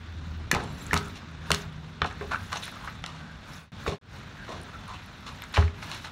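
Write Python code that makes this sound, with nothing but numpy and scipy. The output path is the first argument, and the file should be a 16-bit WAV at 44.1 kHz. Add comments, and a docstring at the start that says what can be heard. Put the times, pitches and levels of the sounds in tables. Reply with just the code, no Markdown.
"""Light rain hisses over far traffic, then a basketball is caught, bounced and shot on a wet concrete driveway.
Rain and traffic are shaped noise, with a wavering hum below; a bright hiss swells in bursts, probably wet jackets
rustling; near drops tick and something squeals thinly. Slaps and taps join noise bursts to short rings, the ball
rings in dying sines, scuffs, rubs and squeaks are filtered noise, with a few low soft thumps of the ball among
them, and walls nearby throw the play back. The level fades away and returns twice."""
import sys
import numpy as np
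from scipy import signal
from scipy.fft import rfft, irfft
from scipy.io import wavfile
from scipy.ndimage import uniform_filter1d

SR = 44100
rng = np.random.default_rng(int(sys.argv[2]) if len(sys.argv) > 2 else 0)


def persist_wave(psi):
    """Save psi, clipped to +-1, as 16-bit WAV."""
    counts = np.round(np.clip(psi, -1, 1) * 32767).astype(np.int16)
    wavfile.write(sys.argv[1], SR, np.atleast_2d(counts).T)


N = 269661  # samples

# far traffic's loudness curve: (time_s, rumble_db)
TRAFFIC_LEVEL = [(0.0, -45), (1.0, -37), (1.26, -44.5), (1.97, -43), (2.14, -41.5), (2.6, -44),
                 (3.38, -45.5), (3.9, -42), (4.2, -45), (5.39, -47), (5.7, -41.5), (6.11, -46)]
# relative colour of the traffic rumble: (frequency_hz, density_db per Hz)
RUMBLE_COLOUR = [(13, -43), (22, -15), (42, -1.5), (91, 4), (123, -1.5), (156, 0), (253, -7.5), (300, -16),
                 (500, -18.5), (650, -26), (1100, -120)]
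# a wavering hum comes and goes: (top_s, half_length_s, hum_db, octave_db)
HUMS = [(0.357, 0.43, -39, -53), (1.446, 0.26, -45.5, -50.5), (1.805, 0.26, -74, -45),
        (3.1, 0.31, -67, -48.5), (3.763, 0.14, -62, -50.5)]
# relative colour of the soft rain hiss: (frequency_hz, density_db per Hz)
HISS_COLOUR = [(180, -39), (310, 0), (417, -14.5), (550, -5.5), (653, -4.5), (1500, -0.5), (2050, -6),
               (2970, -7.5), (3570, -5.5), (7000, -23), (9100, -33), (15400, -120)]
# relative colour of the bright hiss: (frequency_hz, density_db per Hz)
BRIGHT_COLOUR = [(2940, -4.5), (5000, -1), (6020, -2), (8210, -8.5), (9830, -9), (12700, -13), (14600, -18),
                 (14900, -16), (16000, -12)]
# the bright hiss swells in bursts, probably wet jackets rustling:
# (top_s, level_db over the steady bright hiss, half_length_s)
BRIGHT_SWELLS = [(0.287, 5, 0.05), (0.868, 15.5, 0.14), (1.003, 18.5, 0.16), (1.553, 24.5, 0.075),
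                 (2.403, 15.5, 0.19), (2.628, 19, 0.11), (2.84, 14.5, 0.13), (3.56, 19, 0.079),
                 (3.85, 17.5, 0.065), (4.158, 11.5, 0.041), (4.76, 7, 0.82), (5.404, 9.5, 0.21),
                 (5.59, 14, 0.025), (5.917, 20, 0.12), (6.053, 14, 0.052)]
# near drops on hard surfaces: (start_s, level_db, centre_hz)
CLEAR_DROPS = [(.637, -44.5, 8500), (0.866, -38, 7150), (1.082, -46, 8400), (2.126, -48, 6900),
               (2.640, -36.5, 9400), (2.654, -36, 9600), (2.715, -44, 10800), (4.614, -45, 9300),
               (4.633, -46, 8900), (4.879, -49.5, 10000), (5.06, -50, 11300), (5.42, -40, 12400),
               (5.438, -41.5, 7140), (5.947, -45, 10500)]
# tones of a thin metallic squeal: (pitch_hz, relative_level_db)
SQUEAL_TONES = [(3967, 2), (7490, -1.5), (10130, -5), (13590, -12)]
# when the squeal sounds: (top_s, half_length_s, level_db)
SQUEAL_TIMES = [(.7, 0.15, -67.5), (.83, 0.042, -59)]
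# faint squeaks of wet rubber soles: (start_s, level_db, start_hz, end_hz, length_s)
SOLE_SQUEAKS = [(0.985, -47.5, 1350, 1350, 0.12), (2.749, -44.5, 1070, 1410, 0.03),
                (2.833, -42, 1090, 1140, 0.033), (3.173, -52.5, 1440, 1570, 0.2),
                (4.361, -48.5, 1710, 1540, 0.089), (4.478, -44.5, 1050, 1070, 0.081),
                (4.725, -44, 1310, 1380, 0.044), (4.871, -45.5, 1035, 990, 0.09)]
# scuffs and rubs, with a few low soft thumps of the ball against something:
# (start_s, body_db, centre_hz, grit_db, t60_s after the swell)
SCUFFS_AND_THUMPS = [(0.525, -26.5, 183, -57, 0.25), (.545, -32.5, 960, -40, 0.19),
                     (.59, -39.5, 826, -45, 0.43), (0.953, -32.5, 1150, -32.5, 0.051),
                     (0.965, -46, 1300, -34, 0.064), (1.152, -59, 2310, -41.5, 0.11),
                     (1.546, -32.5, 4300, -38, 0.039), (2.055, -50, 960, -40, 0.13),
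                     (2.097, -41.5, 1320, -49, 0.19), (2.212, -39.5, 483, -50.5, 0.19),
                     (2.308, -30, 1050, -38, 0.16), (2.515, -31.5, 1110, -34.5, 0.13),
                     (2.552, -36.5, 950, -37, 0.064), (2.567, -39.5, 6100, -36, 0.028),
                     (2.618, -41, 3660, -40, 0.28), (2.87, -33, 1230, -48, 0.043),
                     (3.06, -47.5, 990, -49.5, 1), (3.862, -35.5, 472, -37.5, 0.27),
                     (3.922, -41.5, 504, -49, 0.12), (4.477, -46.5, 1020, -52.5, 0.5),
                     (4.486, -38.5, 400, -45.5, 0.46), (4.874, -46, 1090, -49.5, 0.39),
                     (4.931, -45.5, 2800, -48.5, .2), (5.261, -42, 1080, -40, 0.2),
                     (5.426, -43.5, 1430, -50, 0.078), (5.536, -32.5, 1360, -32, 0.27),
                     (5.543, -31, 4500, -35, 0.05), (5.82, -47.5, 1164, -44, 0.66),
                     (5.915, -44, 1030, -37.5, 0.25), (6.04, -41, 1030, -39, 0.12)]
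# tight hollow taps of the ball's skin and juddering rubber: (start_s, level_db, pitch_hz)
TAPS = [(.556, -24, 2070), (.565, -21, 910), (0.6, -29, 1510), (.611, -45, 1200), (.91, -19, 1790),
        (0.963, -18.5, 1360), (1.532, -33, 1360), (2.031, -27, 1470), (2.326, -24, 1570),
        (2.333, -19, 1460), (2.345, -15.5, 1365), (2.358, -21.5, 1560), (2.54, -28, 1350),
        (5.585, -27, 1400)]
# slaps of ball, hands and soles, and their strongest echoes:
# (start_s, body_db, centre_hz, crack_db, crack_tilt_db per octave)
SLAPS = [(0.5133, -12, 1850, -9, 8), (.526, -26, 1290, -39, -1), (0.54, -23, 2070, -36, 6),
         (0.547, -22, 860, -16.5, 2.5), (.642, -31.5, 259, -38, 3), (0.931, -13.5, 1490, -19, 12),
         (0.94, -19.5, 1020, -14, 8), (0.965, -23, 1130, -19, 0), (0.9745, -45, 1300, -15, 4.5),
         (1.5043, -16, 1000, -15, 2), (1.5155, -20.5, 1600, -4, 3), (1.541, -25.5, 1190, -21, 6),
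         (1.545, -43, 1050, -13.5, 4.5), (2.017, -14, 1180, -11, -10), (2.043, -35, 1600, -21.5, -10),
         (2.047, -19.5, 960, -34, -5), (2.21, -30.5, 1540, -49, -9), (2.225, -32.5, 467, -37, -12),
         (2.528, -28, 1200, -21.5, 4), (2.678, -31.5, 1590, -39, 18), (2.845, -37, 1150, -36, 0),
         (2.885, -32, 1270, -49, 1), (3.039, -29, 1090, -19, -4), (3.061, -55, 1310, -21.5, 1),
         (3.862, -22, 1050, -34, -11), (3.871, -32, 520, -40, -11), (3.877, -24.5, 480, -22, -15),
         (3.885, -33, 420, -30, -5), (3.921, -33, 710, -32, -3), (4.479, -36, 1000, -45, -5),
         (5.42, -38, 1410, -25.5, -11), (5.56, -22, 2560, -23, -11), (5.569, -20.5, 1340, -15, -9),
         (5.576, -14.5, 930, -32, 6), (5.624, -26.5, 1430, -46, -5), (5.678, -35, 1900, -36, -8),
         (5.826, -32.5, 1180, -30, -13), (5.914, -47, 1032, -21, 0.5), (6.045, -37, 1060, -27, -24)]
# relative colour of wet contact on concrete, before any tilt: (frequency_hz, density_db per Hz)
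CONTACT_COLOUR = [(880, -66), (1500, -13.5), (1950, -2), (2860, 5), (4120, 4), (6060, -5), (8500, -13.5),
                  (9750, -16), (13300, -28.5), (15100, -35), (16000, -47)]
# ball meets the ground, and its strongest echoes:
# (start_s, thud_db, knock_db, inside_air_db, ring_time_factor)
BOUNCES = [(0.929, -34, -29, -36.5, 1.45), (1.506, -35, -28.5, -33.5, 0.95),
           (2.017, -32.5, -31.5, -40.5, 0.71), (2.211, -66, -49, -36, 0.69), (3.878, -25, -26, -30, 0.32),
           (3.921, -62, -31, -34, 0.5), (5.5777, -16.5, -27, -30, 0.82), (5.6289, -23, -49, -50, 1.16)]
# ring of the ball's deep shell: (pitch_hz, relative_level_db, t60_s before the ring time factor)
DEEP_SHELL = [(82.3, 8.5, 0.15)]
# ring of the ball's upper shell: (pitch_hz, relative_level_db, t60_s before the ring time factor)
UPPER_SHELL = [(162.5, 10, 0.13), (206.7, -2.5, 0.23), (265, 2.5, 0.088)]
# ring of the air inside the ball: (pitch_hz, relative_level_db, t60_s before the ring time factor)
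INSIDE_AIR = [(406.7, 2, 0.26), (425.5, -3, 0.26), (1090, -0.5, 0.19)]
# how long the yard's reflections last: (frequency_hz, t60_s)
YARD_DECAY = [(100, 0.69), (500, 0.28), (2000, 0.22), (14000, 0.1)]
# dips from surfaces close to the microphone: (centre_hz, width_hz, share taken out at full depth)
CLOSE_SURFACES = [(3200, 450, .75), (4800, 700, .8), (8050, 450, .55), (10550, 800, .6)]
# the level fades straight down and comes back up; the gap is silent, and empty if it ends before it begins:
# (fade_start_s, lowest_s, full_again_s, gap_from_s, gap_to_s)
LEVEL_FADES = [(3.538, 3.72, 3.7195, 3.72, 3.719), (3.937, 3.991, 4.153, 3.984, 4.013)]

SLAP_RISE_S = 0.00148


def gain_of(db):
    """Decibels to an amplitude factor."""
    return 10 ** (np.asarray(db) / 20)


def evened(x):
    """Scales to rms 1."""
    return x / np.sqrt(np.mean(x ** 2) + 1e-20)


def read(points, hz):
    """Reads a frequency curve on a log axis."""
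    f, value = np.transpose(points)
    return np.interp(np.log(hz + 1), np.log(f + 1), value)


def column(rows, count):
    """One column of a time curve at every sample."""
    rows = np.array(rows)
    return np.interp(np.arange(N) / SR, rows[:, 0], rows[:, count])


def bell(top_s, half_s):
    """A smooth rise and fall of height 1, down to 1/e at half_s from its top."""
    return np.exp(-((np.arange(N) / SR - top_s) / half_s) ** 2)


def smoothed_twice(x, size):
    """Two running averages turn noise into a slow wander."""
    return uniform_filter1d(uniform_filter1d(x, size=size), size=size)


def swell_in(t, rise_s):
    """A sine-squared rise from 0 to 1."""
    return np.sin(np.pi / 2 * np.minimum(t / rise_s, 1)) ** 2


def add(mix, s, sound):
    """Mixes a sound in at a time."""
    part = mix[round(s * SR):][:len(sound)]
    part += sound[:len(part)]


def resonate(x, hz, width):
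    """A resonance of gain 1, fixed or gliding: shift down to 0 Hz, smooth, shift back."""
    turn = np.exp(2j * np.pi * np.cumsum(hz * np.ones(len(x))) / SR)
    r = np.exp(-np.pi * width / SR)
    return 2 * (turn * signal.lfilter([1 - r], [1, -r], x / turn)).real


def noise(spectrum, patchy_db, size=1024):
    """Coloured noise from random short-time spectra with drifting loud and soft patches."""
    frames = 4 * N // size + 5
    hz = np.fft.rfftfreq(size, 1 / SR)
    a, b, patches = rng.standard_normal((frames, len(hz), 3)).T
    patches = uniform_filter1d(patches, size=12, axis=0)
    patches = evened(uniform_filter1d(patches, size=10, axis=1))
    z = (a + 1j * b) * gain_of(read(spectrum, hz)[:, None] + patchy_db * patches)
    return evened(signal.istft(z, nperseg=size, noverlap=3 * size // 4)[1][:N])


def spatter(spread_db, hold_s):
    """A jumpy loudness, as of many small drops and grains of grit, some 1500 a second."""
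    hit = rng.random(N) < 1500 / SR
    size = gain_of(spread_db * np.minimum(rng.exponential(1, N), 5)) * hit
    return evened(6.0 + signal.lfilter([1], [1, -np.exp(-1 / (hold_s * SR))], size))


def colours(hz, width_hz, tilt_db, size):
    """Two noises of rms 1: a body around a centre, and a broad bright one."""
    a, b = rng.standard_normal((2, size))
    narrow = resonate(resonate(a, hz, width_hz), hz, width_hz)
    body = evened(resonate(narrow, hz, 2 * width_hz))
    f = np.fft.rfftfreq(size, 1 / SR)
    tilt = tilt_db * np.log2(np.clip(f, 1500, SR) / 4000)
    return body, evened(irfft(rfft(b) * gain_of(read(CONTACT_COLOUR, f) + tilt), size))


def shaped(x, shape):
    """Noise under an envelope, with the energy of the envelope itself."""
    return shape * x * np.linalg.norm(shape) / np.linalg.norm(shape * x)


def traffic():
    """Low patchy noise, with a hum that wavers in pitch and its octave."""
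    hum_hz = 78.6  # middle of the waver
    waver = evened(smoothed_twice(rng.standard_normal(N), 4000))
    turns = np.cumsum(hum_hz * (1 + 0.015 * waver)) / SR
    hum, octave = (np.sqrt(2) * np.sin(2 * np.pi * k * turns) for k in (1, 2))
    out = gain_of(column(TRAFFIC_LEVEL, count=1)) * noise(RUMBLE_COLOUR, 1.84, size=4096)
    for s, half, db, octave_db in HUMS:
        out += bell(s, half) * (gain_of(db) * hum + gain_of(octave_db) * octave)
    return out


def rain_and_rustle():
    """A soft rain hiss, and a bright hiss that swells in bursts (probably wet jackets) and lifts it slightly."""
    soft_db, bright_db, soft_share = -50, -71.5, 0.25  # steady levels; share of the swells the soft hiss follows
    swell_power = sum(gain_of(2 * db) * bell(s, half) ** 2 for s, db, half in BRIGHT_SWELLS)
    swell_db = 10 * np.log10(1 + swell_power)
    soft = noise(HISS_COLOUR, 1.2) * spatter(0.9, 0.0063)
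    bright = noise(BRIGHT_COLOUR, 3.9, size=256) * spatter(3.2, 0.0015)
    return gain_of(soft_db + soft_share * swell_db) * soft + gain_of(bright_db + swell_db) * bright


def drops():
    """Short ticks of resonant noise: the clear drops, and a random patter of faint ones."""
    patter_per_s, patter_floor_db, low_hz, high_hz = 6, -67.5, 10000, 15200
    tick_t60_s, tick_rise_s, width_share = 0.015, 0.00062, 0.27  # width as a share of the centre
    out, t = np.zeros(N), np.arange(1000) / SR
    wait, size, pitch = rng.random((200, 3)).T
    patter_s = np.cumsum(-np.log(wait)) / patter_per_s
    patter_db = patter_floor_db - 3.66 * np.log(size)
    patter = zip(patter_s, patter_db, low_hz * (high_hz / low_hz) ** pitch)
    rows = CLEAR_DROPS + [row for row in patter if row[0] < N / SR]
    for s, db, hz in rows:
        tap = rng.standard_normal(len(t))
        tick = evened(resonate(resonate(tap, hz, width_share * hz), hz, width_share * hz))
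        add(out, s, gain_of(db - 60 * t / tick_t60_s) * np.minimum(t / tick_rise_s, 1) * tick)
    return out


def squeal():
    """Fuzzy high tones of narrow noise that come and go together, each breaking up in its own way."""
    tones = np.zeros(N)
    for hz, db in SQUEAL_TONES:
        rub, catch = rng.standard_normal((2, N))
        catch_db = 4.9 * evened(smoothed_twice(catch, 500))
        tones += gain_of(db + catch_db) * evened(resonate(resonate(rub, hz, 200), hz, 200))
    return tones * sum(gain_of(db) * bell(s, half) for s, half, db in SQUEAL_TIMES)


def squeaks():
    """Fuzzy gliding whistles of rubber on wet concrete: noise through a gliding resonance."""
    out = np.zeros(N)
    for s, db, start_hz, end_hz, length in SOLE_SQUEAKS:
        hz = np.linspace(start_hz, end_hz, round(length * SR))
        rub = rng.standard_normal(len(hz))
        tone = evened(resonate(resonate(rub, hz, 240), hz, 240))
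        add(out, s, gain_of(db) * tone * signal.windows.tukey(len(hz), 0.45))
    return out


def scuffs_and_thumps():
    """Gritty noise that swells and dies, longer to swell when louder; low centres give soft thumps of the ball."""
    soft_db, soft_rise_s, rise_per_db, longest_rise_s = -37.5, 0.0068, 0.02, 0.048
    out, t = np.zeros(N), np.arange(16000) / SR
    for s, db, hz, grit_db, t60 in SCUFFS_AND_THUMPS:
        body, grit = colours(hz, 1050, -0.75, size=len(t))
        over_soft_db = max(db, grit_db) - soft_db
        rise = min(soft_rise_s * np.exp(rise_per_db * over_soft_db), longest_rise_s)
        fall = gain_of(-60 * (np.maximum(t - rise, 0) / t60) ** 1.217)
        add(out, s, swell_in(t, rise) * fall * (gain_of(db) * body + gain_of(grit_db) * grit))
    return out * uniform_filter1d(spatter(4.6, 0.002), size=16)


def taps():
    """Each tap is a short pitched ring with a weaker overtone, cut off as the contact ends."""
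    t60_s, rise_s = 0.01, 0.0013
    out, t = np.zeros(N), np.arange(2000) / SR
    shape = gain_of(-60 * (t / t60_s) ** 2) * np.minimum(t / rise_s, 1)
    for s, db, hz in TAPS:
        tone = np.sin(2 * np.pi * hz * t) + 0.19 * np.sin(2 * np.pi * 1.7 * hz * t)
        add(out, s, gain_of(db) * shape * tone)
    return out


def snap(tilt_db, shape):
    """A click, its ground mirror and a short fizz through the causal colour of the wet contact."""
    click_db, mirror_db, mirror_delay_s = 18.5, -3, 0.0009  # click over the fizz, mirror over the click
    size = len(shape)
    f = abs(np.fft.fftfreq(size, 1 / SR))
    tilt = tilt_db * np.log2(np.clip(f, 1500, SR) / 4000)
    log_gain = np.log(gain_of(np.maximum(read(CONTACT_COLOUR, f) + tilt, -100)))
    # minimum phase, so the colour never sounds ahead of the click
    colour = np.fft.ifft(np.exp(np.conj(signal.hilbert(log_gain)))).real[:size // 2]
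    drive = shape * rng.standard_normal(size)
    at = round(SLAP_RISE_S * SR)
    delay = round(mirror_delay_s * SR * rng.uniform(0.6, 1.1))  # varies from slap to slap
    drive[at] += gain_of(click_db) * shape.max()
    drive[at + delay] += gain_of(click_db + mirror_db) * shape.max()
    sound = signal.fftconvolve(drive, colour)[:size]
    return sound * np.linalg.norm(shape) / np.linalg.norm(sound)


def slaps():
    """One broad push, a crack of a few ms and a noise body that lasts somewhat longer."""
    body_t60_s, push_db, push_cycles = 0.033, 1, 2.8  # push level over the body, cycles until it has died
    out, t = np.zeros(N), np.arange(4000) / SR
    fall_db = -60 * t / body_t60_s
    start = swell_in(t, SLAP_RISE_S)
    for s, db, hz, crack_db, tilt_db in SLAPS:
        body = colours(hz, 0.9 * hz, tilt_db, size=len(t))[0]
        push = gain_of(push_db - 60 * hz * t / push_cycles) * np.sin(2 * np.pi * hz * t)
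        add(out, s, gain_of(db) * shaped(body, start * gain_of(fall_db)))
        add(out, s + SLAP_RISE_S / 2, gain_of(db) * push)
        # the crack dies 2.67 times as fast as the body
        add(out, s, gain_of(crack_db) * snap(tilt_db, start * gain_of(2.67 * fall_db)))
    return out


def ring(modes, stretch, damping=1):
    """Dying sines of one blow; damping over 1 holds the level first and then cuts it short."""
    t = np.arange(SR // 2) / SR
    out = np.zeros(len(t))
    for hz, db, t60 in modes:
        out += gain_of(db - 60 * (t / (t60 * stretch)) ** damping) * np.sin(2 * np.pi * hz * t)
    return out


def ball():
    """The shell thuds and knocks over a few ms of contact; the air inside rings at once."""
    out = np.zeros(N)
    contact = 1 - np.exp(-np.arange(SR // 2) / (0.0059 * SR))
    for s, thud_db, knock_db, air_db, stretch in BOUNCES:
        thud = gain_of(thud_db) * ring(DEEP_SHELL, stretch, damping=1.49)
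        knock = gain_of(knock_db) * ring(UPPER_SHELL, stretch)
        air = gain_of(air_db) * ring(INSIDE_AIR, stretch)
        add(out, s, contact * (thud + knock) + air)
    return out


def yard(x):
    """Sparse reflections of random sign from house, fence and ground, treble dying first."""
    reflections = np.zeros(SR // 2)
    at = np.arange(300, len(reflections) - 20, 20)
    reflections[at + rng.integers(0, 20, len(at))] = rng.choice([-1., 1.], len(at))
    hz, t, z = signal.stft(reflections, SR, nperseg=256)
    decay = gain_of(-60 * t / read(YARD_DECAY, hz)[:, None])
    tail = signal.istft(z * decay, SR, nperseg=256)[1]
    return signal.fftconvolve(x, tail / np.linalg.norm(tail))[:N]


def dips(x, depth):
    """Close surfaces hollow out bands of the sound, to a depth of 0 to 1."""
    for hz, width, share in CLOSE_SURFACES:
        band = signal.lfilter(*signal.iirpeak(hz, hz / width, SR), x)
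        x = x - np.clip(depth, 0, 1) * share * band
    return x


def scene():
    """Play on the drive and its reflections, in rain and far traffic; dips are deep for the direct play."""
    play = ball() + slaps() + taps() + scuffs_and_thumps() + squeaks()
    # bass escapes to the open sky
    no_bass = signal.butter(2, 220, "highpass", fs=SR, output="sos")
    thrown_back = gain_of(-12.0) * signal.sosfilt(no_bass, yard(play))
    diffuse = dips(thrown_back + rain_and_rustle(), 0.43)
    return (dips(play, 0.87) + diffuse + traffic() + squeal() + drops())[None]


def top_cut(x):
    """Nothing passes above the cut-off."""
    return signal.sosfilt(signal.butter(12, 16500, fs=SR, output="sos"), x)


def record(dry):
    """The microphone drops the deepest bass; the top is band-limited and the level fades away twice."""
    edge_hz = 15780
    no_deep_bass = signal.butter(3, 40, "highpass", fs=SR, output="sos")
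    heard = signal.sosfilt(no_deep_bass, dry)
    low_pass = signal.firwin(511, edge_hz, window=("kaiser", 6), fs=SR)
    heard = signal.oaconvolve(heard, low_pass[None], "same")
    t = np.arange(N) / SR
    for start, low, full, gap_from, gap_to in LEVEL_FADES:
        outside_gap = (t < gap_from) | (t > gap_to)
        heard = heard * np.interp(t, [start, low, full], [1, 0, 1]) * outside_gap
    return top_cut(heard)


dry = scene()
out = record(dry)
persist_wave(out)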